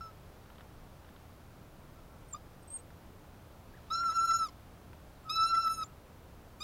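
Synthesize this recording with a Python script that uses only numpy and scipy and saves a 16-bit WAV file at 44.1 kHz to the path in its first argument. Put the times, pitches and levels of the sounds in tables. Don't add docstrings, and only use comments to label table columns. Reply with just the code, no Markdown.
import sys
import numpy as np
from scipy import signal
from scipy.fft import rfft, irfft
from scipy.io import wavfile

SR = 44100
rng = np.random.default_rng(int(sys.argv[2]) if len(sys.argv) > 2 else 0)


def wav_out(sig):
    wavfile.write(sys.argv[1], SR, np.round(np.clip(np.atleast_2d(sig).T, -1, 1) * 32767).astype(np.int16))


N = 292383

# f/Hz, relative level/dB
AIR_SPECTRUM = [(12, -25), (20, 3.5), (48, -9.5), (76, 1), (187, -8.5), (209, -10.5), (233, -9),
                (268, -11.5), (300, -11), (408, -13.5), (586, -13), (1350, -20), (1890, -26), (8090, -37.5),
                (15800, -35.5)]
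# multiple of its base pitch, relative level/dB
HUM_TONES = [(1, -89), (2, -64.5), (3, -69.5), (4, -74.5), (5, -74), (6, -71), (8, -74.5), (10, -75),
             (13, -78.5)]
# f/Hz, width/Hz
THROAT_BANDS = [(3850, 2100), (5200, 590), (6800, 480), (10600, 6100)]
# f/Hz, gain/dB
OVERTONE_COLOUR = [(3000, 0.5), (4000, 1.5), (6800, -0.5), (7400, 5.5), (8100, -19.5), (9300, 2.5),
                   (12200, -2.5), (13200, -26), (15000, -11)]
# t/s, half length/s, share lost by the base tone, share lost by the overtones
VOICE_DIPS = [(3.969, 0.012, 0.58, 0.26), (4.034, 0.066, 0.52, 0.21), (4.114, 0.01, 0.43, 0.19),
              (4.142, 0.033, 0.87, 0.4), (4.217, 0.026, 0.46, 0.32), (4.333, 0.0056, 0.36, .1),
              (4.269, 0.015, 0.87, 0.69), (4.382, 0.017, 0.84, .6), (5.34, 0.041, 0.9, 0.081),
              (5.389, 0.012, .1, 0.48), (5.489, 0.034, .78, 0.042), (5.534, 0.02, .05, 0.58),
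              (5.563, 0.011, 0.41, 0.51), (5.625, 0.023, 0.78, 0.018), (5.691, 0.0098, 0.54, 0.31),
              (5.757, 0.037, 0.96, .05)]
# t/s, half length/s, depths of two-cycle wobble, four-cycle wobble and random flutter
HOARSE_MOMENTS = [(3.91, 0.0082, 0.017, 0.17, 0.094), (4.039, 0.009, .02, .17, 0.083),
                  (4.124, 0.015, .02, 0.19, 0.12), (4.312, 0.0072, 0.29, 0.0089, 0.025),
                  (4.427, .02, 0.054, 0.016, 0.042), (4.486, 0.025, .05, .05, 0.16),
                  (5.555, 0.0093, 0.42, .01, 0.013), (5.679, 0.0069, .25, 0.017, 0.058),
                  (5.817, 0.0069, 0.048, .05, .1)]
# start t/s, rise/s, fall/s, start f/Hz, end f/Hz, base level/dB, relative overtone level/dB
NOTES = [(.007, 0.0032, 0.11, 1348, 1284, -40.5, -66), (2.339, 0.01, 0.01, 1172, 1220, -36.5, -59),
         (2.355, .007, 0.018, 1215, 1250, -48.5, -64), (4.483, 0.0033, 0.015, 1123, 970, -47, -58),
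         (5.245, 0.044, 0.0055, 1287, 1286, -41.5, -71), (6.602, 0.0076, 0.074, 1198, 1373, -44.5, -43)]
# t/s, half length/s, relative level/dB
RUSTLES = [(.3, 0.73, -73.5), (1.2, .3, -78), (4.15, 0.46, -66.5), (5.4, 0.55, -73)]
# t/s, relative knock level/dB, relative snap level/dB
SOFT_TICKS = [(.459, -52, -58), (.501, -46, -52), (.557, -52, -56), (.582, -50, -53), (.596, -53, -55),
              (.608, -41, -52), (1.046, -51, -58), (1.089, -51, -58), (1.162, -50, -55), (2.904, -48, -63),
              (3.344, -53, -63), (4.931, -46, -54)]
# f/Hz, width/Hz
TICK_BANDS = [(1300, 900), (3400, 1200)]
# start t/s, rise/s, fall/s, start f/Hz, loudest f/Hz, end f/Hz, level/dB
CHIRPS = [(1.95, 0.026, 0.07, 1320, 1345, 1320, -61.5), (2.059, 0.061, 0.056, 1320, 1350, 1310, -64),
          (3.736, 0.0083, .016, 1540, 1690, 2190, -55.5), (3.761, .018, .03, 2045, 1625, 910, -57)]
# start t/s, rise/s, fall/s, start f/Hz, loudest f/Hz, end f/Hz, level/dB
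SQUEAKS = [(2.28, .008, 0.03, 8650, 8800, 8950, -60), (2.306, .008, .008, 8850, 8450, 7900, -52),
           (2.325, 0.012, 0.0055, 7520, 7250, 7130, -33), (2.342, 0.0055, .009, 7100, 7150, 7250, -53),
           (2.624, .006, .014, 8800, 8550, 8300, -60), (2.671, 0.011, 0.013, 8500, 8170, 8100, -52),
           (2.697, 0.0078, .018, 7950, 8320, 8540, -44.5), (2.707, 0.057, 0.014, 8350, 8620, 8130, -36),
           (2.776, 0.023, .018, 8100, 8300, 8650, -53), (2.765, .02, .022, 7050, 6750, 6850, -64),
           (4.461, 0.0098, 0.0097, 7500, 7060, 6900, -53), (5.237, .007, .008, 7400, 7450, 7600, -64),
           (5.839, 0.0066, .006, 7300, 6960, 7250, -45), (5.852, 0.0073, 0.013, 7300, 7280, 7200, -54),
           (6.596, 0.0067, 0.017, 7350, 7210, 7260, -54)]
# t/s, half length/s, beat f/Hz
SQUEAK_BUZZ = (2.798, 0.012, 310)
# start t/s, length/s, release/s, loudest after/s, base level/dB, sag towards the ends/dB,
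# gain of the overtone at twice the pitch/dB, gain of the top throat band/dB
CALLS = [(3.9, 0.579, .045, 0.29, -22, 8.5, -9.5, -13), (5.292, .552, 0.016, 0.21, -22.5, 6.5, -1, -6)]
# t/s, f/Hz
PITCH_CURVES = [
    [(3.918, 1324), (3.96, 1340), (4.038, 1374), (4.092, 1319), (4.11, 1308), (4.15, 1359), (4.19, 1337),
     (4.382, 1350), (4.448, 1323)],
    [(5.306, 1278), (5.362, 1304), (5.5, 1340), (5.586, 1338), (5.742, 1311), (5.826, 1295)],
]
# t/s, relative lower level/dB, relative upper level/dB
OVERTONE_CURVES = [
    [(3.912, -48.5, -59), (3.932, -41.5, -54.5), (4.006, -42.5, -64), (4.024, -53.5, -58.5),
     (4.174, -45.5, -47.5), (4.19, -50.5, -49), (4.276, -43, -46.5), (4.362, -45.5, -46),
     (4.465, -48, -55.5)],
    [(5.3, -39.5, -54), (5.448, -37, -59), (5.468, -43, -52), (5.51, -41.5, -54), (5.52, -43.5, -60),
     (5.708, -48, -54.5), (5.734, -52.5, -51), (5.822, -50.5, -60.5), (5.83, -42, -61.5)],
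]


def from_db(db):
    return 10 ** (np.asarray(db) / 20)


def unit_level(x):
    return x / np.sqrt(np.mean(x ** 2) + 1e-20)


def gain_at(spectrum, hz):
    freq, db = np.transpose(spectrum)
    return from_db(np.interp(np.log(np.maximum(hz, 1)), np.log(freq), db))


def read_curves(rows, t):
    times, *columns = np.transpose(rows)
    return [np.interp(t, times, column) for column in columns]


def note_span(start, length):
    at = np.arange(max(int(start * SR), 0), min(int((start + length) * SR), N))
    return at, at / SR


def bump(t, centre, half_length):
    return np.exp(-((t - centre) / half_length) ** 2)


def swell(t, start, rise, fall, values=(0, 1, 0)):
    return np.interp(t, [start, start + rise, start + rise + fall], values)


def drift(rate, size):
    hz = np.fft.rfftfreq(SR, 1 / SR)
    return unit_level(irfft(rfft(rng.standard_normal(SR)) / (1 + (hz / rate) ** 4), SR))[:size]


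def band_noise(centre_hz, width_hz, size):
    r = np.exp(-np.pi * width_hz / SR)
    poles = [1, -2 * r * np.cos(2 * np.pi * centre_hz / SR), r * r]
    return unit_level(signal.lfilter([1, 0, -1], poles, rng.standard_normal(size)))


def rumble_and_hiss(level_db=-54):
    hz = np.fft.rfftfreq(N, 1 / SR)
    noise = irfft(rfft(rng.standard_normal(N)) * gain_at(AIR_SPECTRUM, hz), N)
    return from_db(level_db) * unit_level(noise)


def hum(base_hz=29.8, gain_db=-0.5):
    t = np.arange(N) / SR
    tones = sum(from_db(db) * np.sin(2 * np.pi * (k * base_hz * t + rng.random())) for k, db in HUM_TONES)
    return from_db(gain_db) * np.sqrt(2) * tones


def throat(hz, drives_db):
    power = sum(from_db(db) ** 2 / (1 + (2 * (hz - centre) / width) ** 4)
                for (centre, width), db in zip(THROAT_BANDS, drives_db))
    return np.sqrt(power) * gain_at(OVERTONE_COLOUR, hz)


def voice(t, pitch, base, overtones, drives_db, second_db, shimmer_db=3.0, shimmer_hz=32):
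    size = len(t)
    twos, fours, flutter = sum(np.outer(depths, bump(t, s, w)) for s, w, *depths in HOARSE_MOMENTS)
    flutter += 0.012
    for when, half_length, base_lost, overtones_lost in VOICE_DIPS:
        base = base * (1 - base_lost * bump(t, when, half_length))
        overtones = overtones * (1 - overtones_lost * bump(t, when, half_length / 2))
    tremble = 1 + 0.0042 * drift(55, size)
    phase = 2 * np.pi * np.cumsum(pitch * tremble) / SR
    phase += 0.41 * flutter * drift(1600, size)
    out = base * from_db(1.18 * drift(56, size)) * np.sin(phase)
    out += base * twos * (.1 * np.sin(phase / 2) + .22 * np.sin(1.5 * phase))
    out += base * fours * (.5 * np.sin(.75 * phase) + .2 * np.sin(1.25 * phase) + .2 * np.sin(1.5 * phase))
    second = from_db(np.mean(drives_db, axis=0) + second_db + shimmer_db * drift(shimmer_hz, size))
    out += overtones * second * np.sin(2 * phase)
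    for k in range(3, 12):
        waver = from_db((shimmer_db + 0.7 * k) * np.tanh(drift(shimmer_hz, size)))
        strength = overtones * throat(k * pitch, drives_db) * waver
        out += strength * np.sin(k * phase + rng.uniform(0, 2 * np.pi))
        between = k - .5
        out += 1.16 * twos * overtones * throat(between * pitch, drives_db) * np.sin(between * phase)
    return out * (1 + flutter * drift(380, size))


def short_notes(drives_db=(-2, 6, -4, -25)):
    out = np.zeros(N)
    for start, rise, fall, start_hz, end_hz, base_db, overtone_db in NOTES:
        at, t = note_span(start, rise + fall)
        pitch = np.interp(t, [start, start + rise + fall], [start_hz, end_hz])
        gain = swell(t, start, rise, fall)
        out[at] += voice(t, pitch, from_db(base_db) * gain, from_db(overtone_db) * gain,
                         drives_db, second_db=2.5)
    return out


def sleeve_and_bait(decay_s=0.0037, tick_gain_db=-1, muffle_hz=4800):
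    t = np.arange(N) / SR
    movement = sum(from_db(db) * bump(t, s, w) for s, w, db in RUSTLES)
    out = movement * band_noise(2700, 3600, N)
    age = t[:SR // 20]
    for when, *levels in SOFT_TICKS:
        start = int(when * SR)
        for db, (hz, width) in zip(levels, TICK_BANDS):
            band = signal.butter(2, [hz - width / 2, hz + width / 2], "band", fs=SR, output="sos")
            burst = signal.sosfilt(band, np.exp(-age / decay_s) * rng.standard_normal(len(age)))
            out[start:start + len(age)] += from_db(db + tick_gain_db) * burst / np.abs(burst).max()
    return signal.sosfilt(signal.butter(2, muffle_hz, fs=SR, output="sos"), out)


def chirps_and_squeaks(shimmer_db=2.1):
    out = np.zeros(N)
    buzz_time, buzz_half_length, beat_hz = SQUEAK_BUZZ
    for start, rise, fall, *pitches, db in SQUEAKS + CHIRPS:
        at, t = note_span(start, rise + fall)
        pitch = swell(t, start, rise, fall, pitches) * (1 + 0.0025 * drift(250, len(t)))
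        phase = 2 * np.pi * np.cumsum(pitch) / SR
        buzz = 1 + bump(t, buzz_time, buzz_half_length) * np.sin(2 * np.pi * beat_hz * t)
        gain = from_db(db + shimmer_db * drift(100, len(t))) * swell(t, start, rise, fall)
        out[at] += gain * buzz * np.sin(phase)
    return out


def whining_calls(scoop_hz=113, scoop_s=0.00696, drop_hz=173.4, attack_s=0.017, overtone_fade_s=0.0079):
    out = np.zeros(N)
    for call, pitch_curve, overtone_curves in zip(CALLS, PITCH_CURVES, OVERTONE_CURVES):
        start, length, release, loudest, db, sag_db, second_db, top_db = call
        at, t = note_span(start, length)
        age, left = t - start, start + length - t
        lift = 14 * sum(lost * bump(t, s, w) for s, w, lost, _ in VOICE_DIPS)
        sink = 12 * sum(bump(t, s, 2 * w) for s, w, *_ in HOARSE_MOMENTS)
        scoop = scoop_hz * np.exp(-age / scoop_s)
        drop = drop_hz * np.maximum(1 - left / (0.65 * release), 0)
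        pitch = read_curves(pitch_curve, t)[0] + lift - sink - scoop - drop
        arch = from_db(db - sag_db * (2 * (age - loudest) / length) ** 2)
        base = arch * np.clip(np.minimum(age / attack_s, left / release), 0, 1)
        overtones = np.clip(np.minimum(t - t[0], t[-1] - t) / overtone_fade_s, 0, 1)
        lower, upper = read_curves(overtone_curves, t)
        drives_db = [lower - 1 - 12.5 * age, lower, upper + 4, upper + top_db]
        out[at] += voice(t, pitch, base, overtones, drives_db, second_db)
    return out


def snow_echo(sound, decay_s=0.35, echo_db=-33):
    age = np.arange(SR // 2) / SR
    tail = band_noise(1000, 1700, len(age)) * from_db(-60 * age / decay_s)
    return sound + from_db(echo_db) * signal.fftconvolve(sound, tail / np.linalg.norm(tail))[:N]


def scene():
    calls = chirps_and_squeaks() + whining_calls() + short_notes()
    return (snow_echo(calls) + sleeve_and_bait() + rumble_and_hiss() + hum())[None]


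def record(dry):
    return signal.sosfilt(signal.ellip(12, .1, 80, 15800, fs=SR, output="sos"), dry)


dry = scene()
out = record(dry)
wav_out(out)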